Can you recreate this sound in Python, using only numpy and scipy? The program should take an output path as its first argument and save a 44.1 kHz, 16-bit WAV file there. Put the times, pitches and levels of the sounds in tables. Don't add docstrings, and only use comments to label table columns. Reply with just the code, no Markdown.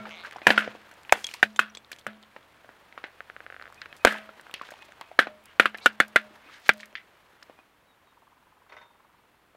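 import sys
import numpy as np
from scipy import signal
from scipy.io import wavfile
from scipy.ndimage import uniform_filter1d

SR = 44100
rng = np.random.default_rng(int(sys.argv[2]) if len(sys.argv) > 2 else 0)


def persist_wave(psi):
    counts = np.round(np.clip(psi, -1, 1) * 32767).astype(np.int16)
    wavfile.write(sys.argv[1], SR, np.atleast_2d(counts).T)


def volts(x):
    e = np.asarray(x, float) / 20
    return 10 ** e


N = 421596


def ring(x, hz, width_hz):
    return signal.lfilter(*signal.iirpeak(min(hz, .45 * SR), hz / width_hz, SR), x)


def band(x, lo_hz, hi_hz, order=2):
    return signal.sosfilt(signal.butter(order, [lo_hz, min(hi_hz, .45 * SR)], "band", fs=SR, output="sos"), x)


def peak(x, db):
    return x * volts(db) / np.max(np.abs(x))


def add(out, s, x):
    i = max(int(s * SR), 0)
    out[i:i + len(x)] += x[:N - i]


def fade(t, t60):
    return np.exp(-np.log(1000) * t / max(t60, .004))


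def curve(table):
    s, *columns = np.transpose(table)
    return [np.interp(np.arange(N) / SR, s, c) for c in columns]


def walk(rate):
    k = int(SR / rate)
    held = np.repeat(rng.standard_normal(N // k + 1), k)
    return 1.3 * uniform_filter1d(uniform_filter1d(held, k), k)[:N]


def struck(modes, t, phases):
    return sum(volts(db) * fade(t, t60) * np.sin(2 * np.pi * (hz * t + p)) for (hz, db, t60), p in zip(modes, phases))


def can(rows, size, rise, snap, kick, width, rattle_db, body_db, treble_db, treble_t, panel_count=0):
    out, t = np.zeros(N), np.arange(size) / SR
    chance = rng.standard_normal((len(rows), 2, size))
    for (s, db, hz, low_db, high_db, top_db, t60), (noise, lump) in zip(rows, chance):
        lumps = volts(24 * uniform_filter1d(lump, size=90))
        head = (1 - np.exp(-t / rise)) ** 2 * np.exp(-t / snap)
        push = noise * (head + volts(rattle_db) * lumps * fade(t, t60))
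        push -= kick * np.exp(-((t - 1.5 * rise) * hz * 5) ** 2)
        broad_hz = max(hz, 1500)
        wall = ring(ring(push, hz, width * hz), hz, 2.0 * width * hz)
        wall += .36 * band(push, 0.66 * broad_hz, 1.844 * broad_hz)
        wall += 0.012 / t60 * ring(push * fade(t, .5 * t60), 3000, 1300)
        panels = hz * 2 ** np.minimum(.6 * np.abs(lump[:panel_count]), 1.1)
        wall += volts(-10) * sum(ring(push, f, 7 / t60 + .02 * f) for f in panels)
        body = ring(push, 720, 760) + 0.15 * band(push, 230, 430, order=3)
        wall, body = band(wall, 200, max(4000, 1.7 * hz)), band(body, 120, 2600)
        sharp = push * (fade(t, treble_t * t60) + .015)
        edge, top = band(sharp, 3300, 7000), band(sharp, 7000, 15000)
        low = peak(wall, db) + peak(body, db + low_db + body_db)
        add(out, s, low + peak(edge, db + high_db + treble_db) - peak(top, db + top_db + treble_db))
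    return out


# t/s, level/dB (peak), f/Hz (ring), body/dB, t60/s (rattle)
CRACKS = [
    (0.4679, 3, 1504, -12.5, 0.36),
    (1.5916, -3.5, 1453, -23, 0.23),
    (4.071, -5, 1603, -17, 0.35),
    (5.597, 1.5, 1479, -16.5, 0.15),
    (5.859, 2.5, 1503, -19.5, 0.11),
    (6.001, 2, 1534, -20, 0.11),
    (6.159, 0.5, 1563, -20.5, 0.13),
]
# t/s, level/dB (peak), f/Hz (ring), body/dB, t60/s (rattle)
BUCKLES = [
    (0.5032, -3, 1820, -15, 0.07),
    (0.5765, -6.5, 1452, -19.5, 0.27),
    (1.428, 2, 1626, -20.5, 0.089),
    (5.1897, 2.5, 1504, -18.5, 0.18),
    (5.656, -3.5, 1383, -24, 0.13),
    (6.691, 6, 1560, -20.5, 0.089),
]


def cracks():
    rows = [(s, db, hz, low_db, -19.5, -30.5, t60) for s, db, hz, low_db, t60 in CRACKS]
    rows += [(s, db, hz, low_db, -26, -35.5, t60) for s, db, hz, low_db, t60 in BUCKLES]
    return can(rows, size=16000, rise=.0008, snap=0.0038, kick=1.6, width=0.23, rattle_db=-16.5,
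               body_db=13, treble_db=0, treble_t=.55, panel_count=5)


# t/s, level/dB (peak), f/Hz (ring), treble/dB, t60/s (rattle)
BURSTS = [
    (1.123, -2, 1480, -12, 0.2),
    (4.0488, 2, 1311, -15.5, 0.17),
]


def bursts():
    rows = [(s, db, hz, -6, high_db, high_db - 8, t60) for s, db, hz, high_db, t60 in BURSTS]
    return can(rows, size=16000, rise=.001, snap=.0013, kick=.1, width=.6, rattle_db=-34,
               body_db=9, treble_db=3, treble_t=.8, panel_count=4)


# t/s, level/dB (peak), f/Hz (swing), air push/dB
POPS = [
    (0.4683, -8, 604.6, -61),
    (1.1248, 3, 901.7, -38.5),
    (4.0493, 4.5, 571, -28),
]


def pops():
    out, t = np.zeros(N), np.arange(SR // 3) / SR
    shove = np.sin(2 * np.pi * 45 * t) * np.exp(-t / 0.005)
    for s, db, hz, air_db in POPS:
        swing = -np.sin(2 * np.pi * hz * t) * t * np.exp(-t * hz / 0.26)
        add(out, s, peak(band(swing, 420, 5900), db) + peak(shove, air_db))
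    return out


# t/s, level/dB (peak), f/Hz (ring), t60/s
AFTERS = [(.251, -28, 1555, 0.039), (0.505, 1, 1795, 0.0091), (0.5769, -8.5, 1360, 0.023),
          (1.127, -8.5, 1290, 0.0094), (1.131, -21.5, 1490, 0.02), (1.4327, -12.5, 1550, 0.028),
          (1.591, -8, 1517, 0.027), (4.076, -11, 1570, 0.019), (4.107, -24.5, 1700, 0.072),
          (5.1909, -4.5, 1565, .03), (5.599, -14.5, 1320, 0.054), (5.863, -7, 1440, 0.041),
          (6.003, -13, 1507, 0.038), (6.161, -11, 1395, 0.065), (6.692, -9, 1402, 0.048)]


def second_folds():
    out, t = np.zeros(N), np.arange(4096) / SR
    for s, db, hz, t60 in AFTERS:
        modes = [(hz, db, t60), (hz * 1.23, db - 9.5, t60), (hz * 2.5, db - 13.5, t60 / 2)]
        add(out, s, (1 - np.exp(-t * hz)) * struck(modes, t, [0, .3, .6]))
    return out


# t/s, level/dB
THUMPS = [(0, -34.5), (.47, -21), (0.579, -39), (0.681, -36.5), (1.125, -48), (1.432, -34), (1.591, -37),
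          (2.065, -37), (4.048, -29), (5.189, -40), (5.597, -35), (5.86, -39), (5.998, -38.5), (6.158, -40),
          (6.689, -37.5)]
# f/Hz, level/dB, t60/s
TYRE = [
    (213.3, -5, 0.55),
    (394, -18, 0.21),
    (663, -14.5, 0.41),
]
# f/Hz, level/dB, t60/s
THUD = (120, -9, 0.089)
# t/s, level/dB
RIM = [
    (5.25, -52.5),
    (6.05, -64),
    (6.2, -56),
    (6.72, -56),
]


def wheel():
    out, t = np.zeros(N), np.arange(SR // 2) / SR
    for (s, db), p in zip(THUMPS, rng.random((len(THUMPS), len(TYRE)))):
        add(out, s, volts(db) * (1 - np.exp(-t / 0.0037)) * (struck(TYRE, t, p) + struck([THUD], t, p)))
    for s, db in RIM:
        add(out, s, volts(db) * t / 0.02 * np.exp(1 - t / 0.037) * np.sin(2 * np.pi * 614 * t))
    return out


# t/s, level/dB (peak), f/Hz (ring), body/dB
KNOCKS = [(0.068, -36, 856, -26), (0.36, -29, 860, -23), (0.676, -25.5, 560, -13.5),
          (0.751, -42, 724, -6.5), (2.644, -43, 634, -31), (2.691, -40.5, 1490, -9),
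          (2.977, -26.5, 1230, -19), (3.04, -21.5, 1650, -18.5), (4.189, -40, 700, -18),
          (4.291, -34, 1277, -14.5), (4.613, -25.5, 1090, -21.5), (4.719, -37, 630, -15),
          (5.012, -26.5, 1030, -24.5), (5.114, -32.5, 703, -29), (5.27, -29, 1280, -9),
          (5.745, -27, 1640, -16), (6.953, -19.5, 2024, -35), (7.497, -47.5, 550, -4.5),
          (9.549, -55, 592, -7)]
# t/s, level/dB (peak), f/Hz (ring), body/dB, treble/dB
CLINKS = [(0.054, -28, 1610, -38, -35), (0.237, -33, 1520, -19, -14), (0.248, -26, 1590, -41, -19),
          (0.417, -32.5, 1860, -13.5, -29), (0.913, -36, 1610, -21, -8), (1.338, -26, 2330, -29, -2.5),
          (1.916, -29, 1700, -26, -0.5), (2.066, -17.5, 1465, -19.5, -15), (2.363, -49, 1970, 1, -31),
          (3.817, -25.5, 1760, -33, -33), (4.124, -24, 1340, -17, -8), (4.5407, -21.5, 2750, -39, -28),
          (4.689, -35.5, 1510, -17, -16), (6.487, -42, 1230, -23, -21), (6.831, -28, 1900, -36, -28),
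          (7.589, -52.5, 2456, -3.5, -18.5)]


def knocks():
    t60 = 0.18
    rows = [(*row, -60, -68, t60) for row in KNOCKS] + [(*row, row[4] - 4, t60) for row in CLINKS]
    return can(rows, size=8000, rise=0.00033, snap=0.003, kick=2, width=0.3, rattle_db=-11.5,
               body_db=16, treble_db=-6, treble_t=.45)


# t/s, level/dB (peak), f/Hz (ring), edge/dB
TICKS = [(0.092, -34, 1800, -11), (0.27, -28.5, 1650, -17), (0.3106, -30, 1880, -22),
         (0.3235, -27.5, 1860, -26), (0.33, -42, 3030, -24), (0.336, -34, 1780, -24),
         (0.365, -48, 4900, -10), (0.384, -31.5, 1310, -23), (1.243, -27, 3200, 4),
         (1.2674, -29.5, 3100, 6.5), (1.289, -30.5, 2180, -40), (1.313, -31, 2430, -7),
         (1.561, -26, 3300, -6), (1.929, -25, 3430, -26), (1.962, -38, 2290, -5), (1.986, -37, 3300, -5),
         (2.2277, -45, 3500, -3), (2.925, -34.5, 1770, -35), (3.6235, -30.5, 1420, -20),
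         (3.701, -40, 1000, -16), (3.8579, -27.5, 1670, -43), (4.396, -34, 1440, -37),
         (4.467, -34.5, 1480, -21), (4.4958, -34.5, 1200, -28), (4.596, -35, 1710, -29.5),
         (4.8224, -32.5, 2520, -15), (4.9208, -34, 1830, -14.5), (5.7838, -29, 2770, -14),
         (7.4256, -35, 1760, -31)]
# t/s, level/dB (peak), f/Hz (ring), fizz/dB
SPLASHES = [(0.715, -39, 3000, -20), (1.0945, -22, 2200, -40), (1.75, -27.5, 4200, -26),
            (1.7714, -27.5, 3880, -30), (3.7245, -37.5, 1340, -17), (3.744, -52, 5500, -5),
            (3.816, -39, 4000, -30), (3.927, -28, 1720, -27), (4.184, -30.5, 2800, -32),
            (4.4109, -45, 1560, -5), (4.5119, -33.5, 2680, -19), (4.7387, -38.5, 890, -20),
            (5.456, -47.5, 1470, 4), (5.774, -49, 2580, 3), (5.93, -50, 5000, -22), (6.081, -58, 4500, 13),
            (6.67, -33, 1996, -17), (6.6816, -51, 4870, 10), (6.735, -50, 4970, 4), (6.857, -49.5, 5030, 2),
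            (7.428, -36.5, 4290, -20.5)]


def ticks():
    rows = [(s, db, hz, -22, edge_db, edge_db - 21, .04) for s, db, hz, edge_db in TICKS]
    rows += [(s, db, hz, -22, min(fizz_db, -1), fizz_db, .04) for s, db, hz, fizz_db in SPLASHES]
    return can(rows, size=3000, rise=0.00035, snap=.0014, kick=1.5, width=0.5, rattle_db=-13.5,
               body_db=12, treble_db=2, treble_t=.8)


# t/s, level/dB, f/Hz, t60/s
PINGS = [(1.105, -46, 2500, .08), (1.2442, -20, 3310, .033), (1.2685, -30, 3320, .038),
         (1.43, -40, 3950, .1), (1.561, -43, 7400, .04), (1.562, -44, 6400, .035), (1.563, -43, 3600, .045),
         (1.699, -47, 5850, .025), (1.749, -40, 3300, .04), (1.771, -40, 3400, .05),
         (1.772, -42, 7700, .03), (1.988, -48, 3300, .05), (4.075, -35, 1281, .4), (4.075, -40, 641, .75),
         (6.955, -42, 3550, .06)]


def lids():
    out, t = np.zeros(N), np.arange(SR // 3) / SR
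    for s, db, hz, t60 in PINGS:
        add(out, s, (1 - np.exp(-t / 0.00025)) * struck([(hz, db, t60)], t, [0]))
    return out


# f/Hz, level/dB, t60/s
LEFTOVER = [
    (640, -45.5, 0.42),
    (1360, -42.5, .3),
    (2240, -48.5, .3),
]


def leftover():
    out = np.zeros(N)
    add(out, 0, struck(LEFTOVER, np.arange(SR // 2) / SR, [0, .2, .7]))
    return out


SPRAY_S = [.469, .505, .577, 1.126, 1.16, 1.27, 1.34, 1.43, 1.561, 1.592, 1.917, 1.987, 3.966, 4.051, 4.14,
           4.706, 4.849, 5.191, 5.598, 5.657, 5.774, 5.86, 6.001, 6.078, 6.159, 6.691]
# hold/s, t60/s (fall), level/dB
SPRAYS = [(0.035, 0.12, -43.5), (0.015, 0.086, -48), (0.0081, 0.15, -43.5), (0.0054, 0.036, -41.5),
          (0.039, 0.37, -54), (.05, .2, -60), (.008, 0.087, -56), (.006, .08, -45.5), (0.013, .03, -55),
          (0.016, 0.12, -50), (.01, 0.14, -58.5), (0.0079, .04, -56), (.004, .1, -57), (0.07, 0.1, -49),
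          (0.046, .12, -62), (0.0065, .06, -54), (.005, .05, -60), (.006, 0.1, -39.5), (.008, .14, -44.5),
          (.006, 0.11, -55), (.01, 0.063, -56), (0.0081, 0.067, -41), (0.008, 0.091, -46),
          (.006, 0.046, -61), (0.0076, 0.1, -47.5), (0.0046, 0.079, -47.5)]


def foam():
    jet, t = np.zeros(N), np.arange(SR // 2) / SR
    for s, (hold, t60, db) in zip(SPRAY_S, SPRAYS):
        add(jet, s, volts(db) * np.minimum(1, t / 0.0018) * fade(np.maximum(t - hold, 0), t60))
    fizz = volts(2.5 * rng.exponential(size=N)) * rng.standard_normal(N)
    fizz = signal.lfilter(*signal.butter(1, 4500, fs=SR), band(fizz, 3000, 15000))
    return jet * fizz / np.std(fizz)


# t/s, length/s, f/Hz, width/Hz, level/dB
RASPS = [
    (5.455, .085, 2840, 500, -61),
    (5.45, .11, 1600, 1500, -58.5),
    (6.49, .13, 1730, 840, -54),
    (6.4, .18, 2250, 1400, -58),
    (5.81, .05, 4200, 1200, -53),
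]


def rasps():
    out = np.zeros(N)
    for (s, length, hz, width_hz, db), noise in zip(RASPS, rng.standard_normal((len(RASPS), 8192))):
        gas = ring(ring(noise, hz, width_hz), hz, width_hz)[:int(length * SR)]
        add(out, s, volts(db) * np.hanning(len(gas)) ** .5 * gas / np.std(gas))
    return out


def whistles(rows, fall):
    out, waver = np.zeros(N), walk(190)
    for s, length, hz, db in rows:
        n = int(length * SR)
        shake = waver[int(s * SR):][:n]
        phase = 2 * np.pi * np.cumsum(np.linspace(hz, fall * hz, n) * (1 + .006 * shake)) / SR
        add(out, s, volts(db + 1.2 * shake) * np.hanning(n) ** .5 * np.sin(phase))
    return out


# t/s, length/s, f/Hz, level/dB
SQUEAKS = [
    (.42, 0.057, 2460, -49),
    (3.767, 0.033, 2490, -53),
    (3.887, 0.045, 2550, -56),
    (3.99, 0.05, 2500, -54),
    (4.79, 0.057, 2510, -52),
    (5.435, 0.033, 2500, -58.5),
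    (5.035, .065, 2530, -60),
    (6.46, 0.029, 2510, -54),
    (7.57, 0.044, 2476, -56.5),
]


def squeaks():
    return whistles(SQUEAKS, 1)


# t/s, level/dB (peak)
SLIPS = [(3.205, -33), (3.299, -35.5), (3.364, -36.5), (3.404, -38), (3.464, -36), (3.501, -37),
         (3.524, -39), (3.543, -40), (3.564, -39.5), (3.597, -40), (3.613, -39.5), (3.64, -45),
         (3.655, -42), (3.667, -45), (3.677, -43.5)]
# f/Hz, width/Hz, level/dB
SLIP_MODES = [(1510, 660, 10), (667, 490, 2.5)]


def rubber():
    kicks = np.zeros(N)
    for s, db in SLIPS:
        add(kicks, s + 0.00052, volts(db + 12.5) * np.hanning(13))
    kicks = kicks + 0.17 * np.roll(kicks, int(0.00395 * SR)) + 0.067 * np.roll(kicks, int(0.011 * SR))
    return -sum(volts(db) * ring(ring(kicks, hz, w), hz, 2 * w) for hz, w, db in SLIP_MODES)


def clicks(rate, jitter, scatter_db):
    at = np.flatnonzero(np.diff(np.floor(np.cumsum(rate * (1 + jitter * walk(60))) / SR)))
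    out = np.zeros(N)
    out[at] = volts(scatter_db * rng.standard_normal(N)[at])
    return out


# t/s, length/s, slips per s, f/Hz (first ring), level/dB
CREAK = [
    (.095, .15, 165, 2700, -44),
    (5.8, .062, 450, 2900, -52),
]


def creak_shape():
    rate, hz, gain = np.full(N, 100.), np.full(N, 3000.), np.zeros(N)
    for s, length, per_s, first_hz, db in CREAK:
        i, t = int(s * SR), np.arange(int(length * SR)) / SR
        rate[i:i + len(t)] = per_s
        hz[i:i + len(t)] = first_hz * 1.5 ** np.sqrt(t / length)
        gain[i:i + len(t)] = volts(db) * np.minimum(1, np.minimum(t, length - t) / .014) ** 2
    return rate, hz * (1 + .015 * walk(400)), gain


def creaks():
    rate, hz, gain = creak_shape()
    slips = gain * clicks(rate, jitter=.04, scatter_db=1.5)
    puff = signal.fftconvolve(slips, np.hanning(80))[:N]
    rough = 1 + 0.37 * band(rng.standard_normal(N), 100, 1200)
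    climbing = 1.5 * puff * rough * np.sin(2 * np.pi * np.cumsum(hz) / SR)
    slips = slips * np.clip((4200 - hz) / 800, .2, 1)
    steady = volts(17) * ring(ring(slips * (hz < 3600), 6200, 900), 6200, 1200)
    steady += volts(38) * ring(ring(slips, 2150, 350), 2150, 500)
    steady += volts(24) * ring(ring(slips, 750, 400), 750, 600)
    return climbing + steady + volts(27) * band(slips, 500, 3100, order=4)


# t/s, level/dB (peak), f/Hz (centre)
SNAPS = [(0.2658, -38, 2200), (0.311, -35, 2700), (0.324, -37, 2800), (.33, -37, 2900), (0.369, -32, 900),
         (.893, -46, 4500), (.9398, -45, 8000), (1.0331, -44, 5500), (3.9659, -37.5, 6000),
         (4.5401, -20.5, 2900), (4.6194, -40, 4700), (4.67, -41, 5000), (4.706, -39, 9000),
         (4.758, -50, 4500), (4.781, -48, 5460), (5.0116, -28.5, 2520), (5.4392, -48, 11000),
         (5.696, -52, 11000), (5.803, -48, 11000), (6.217, -51, 10000), (6.567, -52, 6400),
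         (6.583, -47, 6000), (6.601, -50, 10100), (6.774, -46, 11000), (6.7801, -39, 4200)]


def snaps():
    out, t = np.zeros(N), np.arange(4096) / SR
    for (s, db, hz), noise in zip(SNAPS, rng.standard_normal((len(SNAPS), 4096))):
        add(out, s, peak(band((1 + noise) * np.exp(-t / 0.00077), hz / 2.2, hz * 1.45, order=1), db))
    return out


# t/s, level/dB (peak), f/Hz
CHIPS = [(.093, -43, 5000), (.366, -43, 5170), (1.05, -38.5, 2500), (1.095, -37, 920), (1.289, -29, 2480),
         (1.312, -37, 2510), (1.34, -26, 4300), (1.345, -35.5, 970), (1.505, -50, 4000), (1.53, -53, 5900),
         (1.771, -35, 2400), (1.847, -40.5, 3700), (1.92, -30.5, 2400), (1.932, -34, 3400),
         (2.012, -44.5, 3600), (2.132, -47, 3300), (2.145, -48, 3200), (2.228, -43, 3660),
         (2.235, -40.5, 3150), (2.248, -50, 3330), (2.364, -34.5, 1900), (4.152, -30, 900),
         (2.429, -48, 3400), (2.646, -43, 1550), (3.624, -40.5, 4300), (3.817, -29, 4230),
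         (4.506, -45, 1000), (4.534, -43, 1000), (4.635, -36, 1500), (4.65, -43, 3500), (4.67, -42, 3200),
         (4.707, -35, 1630), (4.722, -39, 2300), (4.739, -39, 3100), (4.758, -46, 2900), (4.827, -43, 900),
         (4.828, -41, 3500), (4.889, -48, 590), (5.752, -25, 1770), (6.307, -49.5, 320), (6.46, -52, 297),
         (6.497, -41, 1240), (6.655, -40, 3500), (6.801, -34.5, 1850)]


def chips():
    out, t = np.zeros(N), np.arange(2048) / SR
    for s, db, hz in CHIPS:
        t60 = 28 / hz
        modes = [(hz, db, t60), (1.13 * hz, db - 5, t60)]
        add(out, s, (1 - np.exp(-2 * t * hz)) * struck(modes, t, [0, 0]))
    return out


# t/s, cycles per s, level/dB (exhaust)
IDLE = [(0, 25, -73), (.5, 26, -73.5), (3, 23.4, -78), (3.5, 23, -71), (4, 29, -70.5), (4.2, 22, -79),
        (5.5, 26, -73.5), (6.2, 28, -76), (7, 21.3, -83), (8.6, 17.6, -83.5), (8.75, 22.6, -82.5),
        (9.56, 19.2, -82)]
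ORDERS_DB = [-10.5, -26, -0.5, -8.5, -3.5, -19.5, -11]


def engine():
    rate, db = curve(IDLE)
    turn = 2 * np.pi * np.cumsum(rate) / SR
    out = np.zeros(N)
    for k, order_db in enumerate(ORDERS_DB):
        out += np.sqrt(2) * volts(db + order_db + 0.5 * walk(14.0)) * np.sin((k + 1) * turn + k * k)
    return out


# t/s, level/dB
TAPS = [
    (7.86, -73),
    (8.1, -58),
    (8.65, -58),
    (9.1, -59),
    (9.4, -66),
]
# t/s, taps so far
TAP_COUNT = [
    (7.83, 0),
    (8.325, 10),
    (8.573, 15),
    (9.05, 25),
    (9.146, 27),
    (9.54, 35),
]


def valves():
    puffs = ((1 + np.cos(2 * np.pi * curve(TAP_COUNT)[0])) / 2) ** 3.5
    return volts(curve(TAPS)[0] + 17) * ring(ring(puffs * rng.standard_normal(N), 1000, 380), 960, 500)


# t/s, level/dB (peak)
PAWL = [
    (8.695, -44),
    (8.722, -36.5),
    (8.766, -36.5),
    (8.814, -40.5),
]
# f/Hz, level/dB, t60/s
PAWL_MODES = [(605, -1, 0.34), (940, 2, 0.28), (1080, 4.5, 0.098), (1320, -7, 0.73), (1510, 0, 0.33),
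              (2026, 5, 0.066), (2610, -3, 0.039), (3645, -7.5, 0.43), (4370, -9, 0.056)]


def ratchet():
    out, t = np.zeros(N), np.arange(SR // 2) / SR
    for (s, db), noise in zip(PAWL, rng.standard_normal((len(PAWL), SR // 2))):
        scrape = noise * np.exp(-t / 0.024)
        rings = signal.fftconvolve(scrape * np.exp(-t / 0.0019), struck(PAWL_MODES, t, noise))[:len(t)]
        rings = rings * (1 + 6 * band(noise, 30, 160))
        rasp = band(scrape, 350, 2400, order=4) + .14 * band(scrape, 2400, 6000, order=4)
        add(out, s, peak(rings, db - 2.5) + peak(rasp, db - 4.5))
    return out


# t/s, length/s, f/Hz, level/dB
CHIRPS = [
    (7.864, 0.089, 3900, -68),
    (8.052, 0.088, 3845, -71.5),
]


def chirps():
    return whistles(CHIRPS, .94)


# t/s, fall/s, level/dB per third octave, f/Hz (centre)
GUSHES = [(0, 0.016, -53.5, 1950), (.06, 0.11, -59.5, 574), (.26, 0.044, -58.5, 2320),
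          (.57, 0.1, -53.5, 2760), (.66, 0.089, -58, 601), (1.2, 0.22, -71, 12070),
          (1.29, 0.13, -56.5, 2825), (1.542, 0.035, -77, 595), (4.1, 0.052, -57.5, 1386),
          (4.1, 0.14, -73.5, 11920), (4.66, 0.19, -62.5, 2540), (5.829, 0.16, -61, 1096),
          (5.845, .03, -58.5, 3940), (6.541, 0.04, -57.5, 2780), (6.62, 0.25, -78, 12030),
          (6.671, 0.05, -55, 3133), (6.805, 0.017, -55.5, 3480)]


def gushes(hz):
    t, power = np.arange(0, N, 64) / SR, 0
    for s, fall, db, centre_hz in GUSHES:
        skirt_db = 6 * np.log2(hz / centre_hz) ** 2
        away = np.maximum(t - s, (s - t) / 0.55)
        power = power + volts(2 * (db - skirt_db)) * np.exp(-2 * away / fall)
    return power


# t/s, grit lift/dB
LOAD = [(0, 14.5), (1, 9), (1.7, 4), (3.5, 7), (4.2, 9.5), (5, 7.5), (5.4, 4.5), (6.3, 9), (7, 3.5),
        (7.5, 4), (7.7, -0.64), (9.56, -1)]
# f/Hz, level/dB per Hz
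BED_COLOUR = [(40, -12.5), (300, -9.5), (1500, -10), (3600, -19.5), (4600, -27), (7000, -30), (12000, -30),
              (15000, -31)]


def street():
    load_db = curve(LOAD)[0][::64]
    stress_db = np.repeat(load_db + 10 * np.log10(1 + gushes(2000) / volts(-128)), 64)[:N]
    grit = volts(2.0 * rng.exponential(size=N) + 0.17 * stress_db * walk(150))
    grit /= np.sqrt(uniform_filter1d(grit ** 2, size=8192))
    out = np.zeros(N)
    f, colour = np.transpose(BED_COLOUR)
    for hz in 39 * 2 ** (np.arange(27) / 3):
        reach = min(1, hz / 600, 4800 / hz)
        db = np.interp(np.log(hz), np.log(f), colour) + 10 * np.log10(hz) - 93.5 + reach * load_db
        noise = band(grit * rng.standard_normal(N), hz / 1.13, hz * 1.13)
        level = np.sqrt(volts(2 * db) + gushes(hz)) / np.std(noise)
        out += np.repeat(level, 64)[:N] * noise
    return out


def scene():
    cans = band(cracks() + bursts() + knocks() + ticks(), 150, 19000)
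    cans += pops() + second_folds() + lids() + leftover()
    tyre = wheel() + rubber() + creaks()
    spill = foam() + rasps() + squeaks() + snaps() + chips()
    background = engine() + valves() + ratchet() + chirps() + street()
    return (cans + tyre + spill + background)[None]


def low_pass(x):
    return signal.sosfilt(signal.butter(12, 16450, fs=SR, output="sos"), x)


def record(dry):
    excess = band(dry - np.clip(dry, -1, 1), 140, 15700)
    top = signal.ellip(8, .2, 70, 15700, fs=SR, output="sos")
    mix = np.clip(signal.sosfilt(top, dry - excess), -1, 1)
    return low_pass(mix)


dry = scene()
out = record(dry)
persist_wave(out)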